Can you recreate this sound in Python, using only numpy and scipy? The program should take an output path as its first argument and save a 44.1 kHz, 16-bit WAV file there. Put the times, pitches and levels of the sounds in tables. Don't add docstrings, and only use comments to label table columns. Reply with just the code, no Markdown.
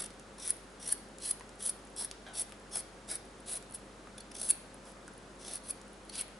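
import sys
import numpy as np
from scipy import signal
from scipy.fft import rfft, irfft, next_fast_len
from scipy.io import wavfile
from scipy.ndimage import map_coordinates

SR = 44100
rng = np.random.default_rng(int(sys.argv[2]) if len(sys.argv) > 2 else 0)


def wav_out(sig):
    wavfile.write(sys.argv[1], SR, np.round(np.clip(np.atleast_2d(sig).T, -1, 1) * 32767).astype(np.int16))


N = 281799

# frequency in Hz, strength in dB per Hz.
AIR_COLOUR = [(20, 3), (66, -4.5), (97, -6.5), (135, -5), (220, -1.5), (420, -4), (650, -7), (1020, -10),
              (1370, -10), (1700, -13.5), (2320, -18), (7400, -24.5), (11000, -26)]
AIR_DB = -52.94
# frequency in Hz, likeness (1 is identical).
EAR_LIKENESS = [(60, 0.95), (140, 0.937), (350, 0.93), (840, 0.56), (2030, 0.45), (4880, 0.53),
                (11800, 0.9)]
# frequency in Hz, level in dB.
HUM_TONES = [(48.4, -62.5), (98.4, -73.5), (120, -73.5), (203.5, -65.5), (393, -72.5), (532.9, -66.5)]

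# start in seconds, hardest push in seconds, end in seconds,
# level in dB of the crisp crackle, of the rasp and of the hollow body sound.
STROKES = [ (-0.08, -0, 0.066, -44, -52, -58), (0.394, 0.483, 0.51, -37.5, -47.5, -59.5),
           (0.8, 0.919, 0.929, -37.5, -49, -57), (1.202, 1.287, 1.316, -35, -48, -59),
           (1.594, 1.659, 1.705, -35, -50, -57.5), (1.964, 1.994, 2.056, -38.5, -48.5, -52),
           (2.339, 2.411, 2.424, -32.5, -46, -52.5), (2.713, 2.77, 2.806, -35.5, -48, -50.5),
           (3.08, 3.12, 3.166, -37, -47.5, -48.5), (3.461, 3.511, 3.576, -37, -48.5, -53.5),
           (3.735, 3.746, 3.76, -40.5, -57.5, -62), (4.345, 4.438, 4.505, -38.5, -51, -55.5),
           (4.841, 4.88, 4.92, -59.5, -64, -61), (5.395, 5.56, 5.578, -43, -51.5, -56),
           (5.638, 5.7, 5.714, -43, -55.5, -60), (6.122, 6.188, 6.222, -39.5, -48.5, -56), ]
# start in seconds, end in seconds,
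# jerks per second, swing in dB to each side.
JUDDER = [(-0.014, 0.07, 53, 8.5), (0.864, 0.908, 72, 3.5), (4.353, 4.446, 63, 5), (5.398, 5.49, 58, 3)]
# frequency in Hz, strength in dB per Hz.
CRISP_SHALLOW = [(3000, -74), (6800, -33), (7800, -12), (8700, -2), (9600, 13), (10700, 8), (11500, -32),
                 (14000, -21)]
CRISP_DEEP = [(3000, -66), (6800, -39), (7900, -10), (8400, -11), (9000, -1), (9800, -1.5), (10700, 7),
              (11500, -13.5), (14000, -14.5)]
# frequency in Hz, strength in dB per Hz.
RASP_SHALLOW = [(300, -40), (1200, -17), (2300, -13.5), (3500, -6), (4500, -7), (5500, -2.5), (6200, -5),
                (6800, -14), (8000, -2.5), (11000, -28)]
RASP_DEEP = [(300, -26), (1200, -5.5), (1700, -3.5), (2200, -4.5), (2900, -7.5), (3400, 1.5), (3900, -3.5),
             (4500, 4), (5000, -3), (5900, 3.5), (6800, -8), (8000, -2), (11000, -7)]
# frequency in Hz, strength in dB per Hz.
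BODY_COLOUR = [(150, -23), (400, -4.5), (680, -0.5), (1100, -11), (1600, -4), (2500, -15.5), (6000, -50)]
CRISP_RISE_DB, CRISP_CURVE = 20, 1.27
RASP_RISE_DB, RASP_CURVE = 11, 2.96
EASE_DB = 4.5
BODY_DEPTH, BODY_FALL_DB = 0.63, 38
STOP_DB_PER_S = 2203

# delay in seconds, level in dB.
NEAR_SURFACES = [(.0013, -41), (.0041, -17), (.0074, -23)]
# frequency in Hz, time in seconds.
ROOM_T60 = [(200, 0.3), (2000, 0.89), (10000, 0.37)]
# frequency in Hz, level in dB.
ROOM_DB = [(200, -24), (2000, -2), (5000, -6.5), (9500, -13.5)]

# centre in seconds, level in dB, spread in seconds.
SNAPS = [(0.062, -39, .0011), (0.4776, -24, .0003), (0.5061, -21, 0.0016), (0.879, -32, 0.0017),
         (0.9255, -17, 0.001), (1.3124, -21.5, 0.0014), (1.6958, -27, 0.0022), (1.965, -38, .0007),
         (2.049, -31.5, .0013), (2.3984, -29, 0.00089), (2.417, -28, 0.0011), (3.156, -32.5, 0.0017),
         (3.535, -29, 0.00049), (3.7245, -45, 0.0011), (4.4977, -26, 0.0041), (4.5039, -14.5, 0.00045),
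         (4.509, -16, 0.0015), (5.5362, -30.5, 0.00044), (5.5578, -34.5, .001), (5.708, -28.5, 0.0019),
         (6.212, -28.5, 0.0016)]
# frequency in Hz, strength in dB per Hz.
SNAP_COLOUR = [(3000, -43), (6800, -25.5), (8100, -15), (8800, -3.5), (9700, 0), (10700, 1), (11500, -15),
               (14000, -10.5)]
SNAP_RASP_DB, SNAP_RASP_GROWS = -23.5, 0.73
# centre in seconds, level in dB.
CATCHES = [(0.385, -49.5), (1.609, -49), (3.7507, -49), (4.1828, -44), (4.207, -47), (4.318, -47.5),
           (4.353, -42.5), (4.3663, -51), (6.098, -43.5), (6.156, -42)]
CATCH_SPREAD_S = 0.0015
CRACK_BUILD, CRACK_STOP = 2.57, 1.4

# time in seconds, level in dB, pitch in Hz.
TICKS = [(0.1054, -34.5, 4500), (0.197, -34.5, 7200), (1.1853, -32, 8600), (1.397, -34.5, 9800),
         (1.409, -36, 1900), (1.493, -36.5, 9200), (1.872, -39.5, 7000), (2.1132, -21.5, 4870),
         (2.4945, -35.5, 9800), (2.5222, -29.5, 3000), (3.626, -35, 9900), (3.699, -38, 10000),
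         (4.0739, -45, 2200), (5.0792, -32, 9750), (5.8153, -35.5, 7000), (6.1558, -29, 7500)]
# time in seconds, level in dB, pitch in Hz,
# time in seconds to fade by 60 dB, upper tone in dB against the lower one.
DROPS = [(1.409, -39.5, 1050, 0.039, 3), (2.522, -50, 1225, .04, -8), (4.072, -39.5, 1270, 0.021, -3),
         (4.719, -41.5, 694, 0.031, -13), (4.968, -45.5, 1250, 0.044, -16), (5.08, -40, 1426, 0.05, -19)]

SQUEAK_S, SQUEAK_LENGTH_S, SQUEAK_ATTACK_S = 2.262, 0.083, 0.0047
SQUEAK_HZ, SQUEAK_SAG_HZ_PER_S = 1580, 1480
SQUEAK_DB, SQUEAK_FADE_DB_PER_S = -46.5, 207
SQUEAK_ROUGH = 0.57
# frequency in Hz, strength in dB per Hz.
RUB_COLOUR = [(300, -27), (650, 5), (1200, -9), (1650, -2), (2100, -7), (3100, -9), (3650, -4), (4200, -12),
              (7000, -13), (11000, -28)]

FLAP_S, FLAP_LENGTH_S, FLAP_FROM_HZ, FLAP_TO_HZ, FLAP_DB = 6.168, 0.053, 3800, 2100, -49.5

TOP_HZ = 11130


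def amp(db):
    return 10 ** (np.asarray(db) / 20)


def unit(x):
    return x / np.sqrt(np.mean(x ** 2) + 1e-20)


def along(points, hz):
    f, v = np.transpose(points)
    return np.interp(np.log(hz + 1), np.log(f + 1), v)


def add(track, s, sound):
    start = round(s * SR)
    sound, start = sound[max(0, -start):], max(0, start)
    track[start:start + len(sound)] += sound[:max(0, N - start)]


def wobble(rate, size):
    points = rng.standard_normal(int(size * rate / SR) + 4)
    return map_coordinates(points, [np.arange(size) * rate / SR])


def filtered(x, response):
    m = next_fast_len(N + SR // 2)
    spectrum = rfft(x, m) * response(np.fft.rfftfreq(m, 1 / SR))
    return irfft(spectrum, m)[..., :N]


def ring(pulses, colour, ripple_db, size=512):
    hz = np.fft.rfftfreq(size, 1 / SR)
    points = rng.standard_normal(size // 8)
    ripple = map_coordinates(points, [np.arange(len(hz)) / 4], mode="mirror")
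    cepstrum = irfft(np.log(amp(along(colour, hz) + ripple_db * ripple)))
    cepstrum[1:size // 2] *= 2
    cepstrum[size // 2 + 1:] = 0
    response = irfft(np.exp(rfft(cepstrum)))
    return unit(np.convolve(pulses, response)[:len(pulses)])


def fractures(size, rate, scatter_db):
    chance = rng.random(size)
    sizes = rng.standard_normal(size)
    signs = rng.choice([-1, 1], size)
    slot = (np.arange(size) * rate / SR).astype(int)
    first = np.flatnonzero(np.diff(slot, prepend=-1))
    breaks = chance == np.maximum.reduceat(chance, first)[slot]
    return breaks * signs * amp(scatter_db * np.clip(sizes, -2, 2))


def appliances():
    def turn(hz):
        return np.arccos(np.clip(along(EAR_LIKENESS, hz), -1, 1)) / 2

    def mid_and_side(hz):
        low_cut = hz ** 2 / (hz ** 2 + 75 ** 2)
        return amp(along(AIR_COLOUR, hz)) * low_cut * [np.cos(turn(hz)), np.sin(turn(hz))]

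    mid, side = filtered(rng.standard_normal((2, N)), mid_and_side)
    whirr = amp(AIR_DB) * unit(np.array([mid + side, mid - side]))
    t = np.arange(N) / SR
    hum = np.zeros(N)
    for hz, db in HUM_TONES:
        drift = hz / 400 * wobble(5, N)
        hum += amp(db) * unit(np.sin(2 * np.pi * hz * t + drift))
    return whirr + hum


def handling():
    smacks = fractures(N, rate=14, scatter_db=7)
    return amp(-72.0) * ring(smacks, CRISP_DEEP, ripple_db=1.0)


def jerks(t):
    swing_db = np.zeros(len(t))
    for start, end, rate, depth_db in JUDDER:
        sticking = (t > start) * (t < end)
        swing_db += depth_db * np.cos(2 * np.pi * rate * (t - start)) * sticking
    return swing_db


def strokes():
    out = np.zeros(N)
    for start, hardest, end, crisp_db, rasp_db, body_db in STROKES:
        t = np.arange(start - .01, end + 0.062, 1 / SR)
        slack = np.interp(t, [start, hardest], [1, 0])
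        giving = np.interp(t, [hardest, end], [0, 1])
        sunk = np.interp(t, [start, end], [0, 1])
        outside_s = np.abs(t - np.clip(t, start, end))
        motion_db = jerks(t) - EASE_DB * giving ** 2 - STOP_DB_PER_S * outside_s
        crisp = amp(crisp_db + motion_db - CRISP_RISE_DB * slack ** CRISP_CURVE)
        rasp = amp(rasp_db + motion_db - RASP_RISE_DB * slack ** RASP_CURVE)
        body = amp(body_db + motion_db - BODY_FALL_DB * (sunk - BODY_DEPTH) ** 2)
        toughness = amp(1.75 * wobble(258, len(t)) + 1.25 * wobble(87, len(t)))
        rows = toughness * fractures(len(t), rate=1700, scatter_db=4.5)
        cells = toughness * fractures(len(t), rate=4000, scatter_db=2.5)
        depth = np.linspace(0, 1, len(t))
        shallow, deep = np.cos(np.pi / 2 * depth), np.sin(np.pi / 2 * depth)
        crackle = np.sqrt(1 - depth) ** 3 * ring(cells, CRISP_SHALLOW, ripple_db=0.5)
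        crackle += np.sqrt(1 - (1 - depth) ** 3) * ring(rows, CRISP_DEEP, ripple_db=0.8)
        scrape = shallow * ring(cells, RASP_SHALLOW, ripple_db=3.5)
        scrape += deep * ring(rows, RASP_DEEP, ripple_db=2.0)
        hollow = ring(cells, BODY_COLOUR, ripple_db=2)
        add(out, t[0], crisp * crackle + amp(1.67) * rasp * scrape + body * hollow)
    return out


def near_surfaces(x):
    def response(hz):
        return 1 + sum(amp(db) * np.exp(-2j * np.pi * hz * delay) for delay, db in NEAR_SURFACES)

    return filtered(x, response)


def room_tail():
    hz, t, z = signal.stft(rng.standard_normal((2, SR // 2)), SR, nperseg=256)
    fade = amp(-60 * t / along(ROOM_T60, hz)[:, None])
    tail = signal.istft(z * fade, SR, nperseg=256)[1]
    t = np.arange(tail.shape[1]) / SR
    tail = tail * (1 + 2.4 * np.exp(-t / 0.0094)) * (t > .002)
    return tail / np.linalg.norm(tail[0])


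def room(x, size=SR // 3):
    echo = np.zeros((2, N))
    for start in range(0, N, size):
        for ear, tail in zip(echo, room_tail()):
            add(ear, start / SR, signal.fftconvolve(x[start:start + size], tail))
    return filtered(echo, lambda hz: amp(along(ROOM_DB, hz)))


def cracks():
    out = np.zeros(N)
    t = np.arange(-SR // 100, SR // 50) / SR
    snaps = [(s, db, SNAP_RASP_DB + SNAP_RASP_GROWS * db, spread) for s, db, spread in SNAPS]
    catches = [(s, db, db, CATCH_SPREAD_S) for s, db in CATCHES]
    for s, crisp_db, rasp_db, spread in snaps + catches:
        width = spread * np.where(t < 0, CRACK_BUILD, CRACK_STOP)
        swell = np.exp(-(t / width) ** 2)
        large = swell * fractures(len(t), rate=2200, scatter_db=7.0)
        small = swell * fractures(len(t), rate=5000, scatter_db=7.0)
        crisp = amp(crisp_db) * ring(large, SNAP_COLOUR, ripple_db=2)
        rasp = amp(rasp_db) * ring(small, RASP_DEEP, ripple_db=4)
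        add(out, s + t[0], (crisp + rasp) * np.sqrt(np.mean(swell ** 2)))
    return out


def ticks():
    out = np.zeros(N)
    t = np.arange(SR // 40) / SR
    for s, db, hz in TICKS:
        click = np.sin(2 * np.pi * hz * t) * amp(-60 * t / 0.00094)
        spatter = np.diff(rng.standard_normal(len(t) + 1)) * amp(-60 * t / 0.011)
        add(out, s, amp(db + 1.5) * (click + 0.27 * spatter))
    return out


def drops():
    out = np.zeros(N)
    t = np.arange(SR // 8) / SR

    def mode(hz, t60):
        return amp(-60 * t / t60) * np.sin(2 * np.pi * hz * t + .4 * wobble(252, len(t)))

    for s, db, hz, t60, upper_db in DROPS:
        modes = mode(hz, t60) + amp(upper_db) * mode(1.83 * hz, 0.29 * t60)
        noise = ring(rng.standard_normal(len(t)), BODY_COLOUR, ripple_db=3.0)
        slap = noise * amp(-60 * t / 0.021)
        add(out, s, amp(db) * (0.66 * modes + 0.26 * slap))
    return out


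def squeak():
    out = np.zeros(N)
    t = np.arange(0, SQUEAK_LENGTH_S, 1 / SR)
    pitch = (SQUEAK_HZ - SQUEAK_SAG_HZ_PER_S * t) * (1 + 0.036 * wobble(604, len(t)))
    phase = 2 * np.pi * np.cumsum(pitch) / SR
    flutter = amp(2.5 * wobble(300, len(t)))
    tone = unit((np.sin(phase) + 0.36 * np.sin(2 * phase)) * flutter)
    rub = ring(rng.standard_normal(len(t)), RUB_COLOUR, ripple_db=3.5)
    level = np.minimum(t / SQUEAK_ATTACK_S, 1) * amp(SQUEAK_DB - SQUEAK_FADE_DB_PER_S * t)
    add(out, SQUEAK_S, level * (np.sqrt(1 - SQUEAK_ROUGH) * tone + np.sqrt(SQUEAK_ROUGH) * rub))
    return out


def flap():
    out = np.zeros(N)
    u = np.linspace(0, 1, int(FLAP_LENGTH_S * SR))
    pitch = FLAP_FROM_HZ * (FLAP_TO_HZ / FLAP_FROM_HZ) ** u
    phase = 2 * np.pi * np.cumsum(pitch) / SR
    band = unit(wobble(1392, len(u)) * np.sin(phase) + wobble(1397, len(u)) * np.cos(phase))
    add(out, FLAP_S, amp(FLAP_DB) * np.sin(np.pi * u) * band)
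    return out


def scene():
    knife = handling() + strokes() + cracks() + ticks() + drops() + squeak() + flap()
    mix = appliances() + amp(0.1) * near_surfaces(knife) + room(knife)
    return mix * amp([[.25], [-.25]])


def record(dry):
    return filtered(dry, lambda hz: 1 / np.sqrt(1 + np.minimum(hz / TOP_HZ, 2) ** 300))


dry = scene()
out = record(dry)
wav_out(out)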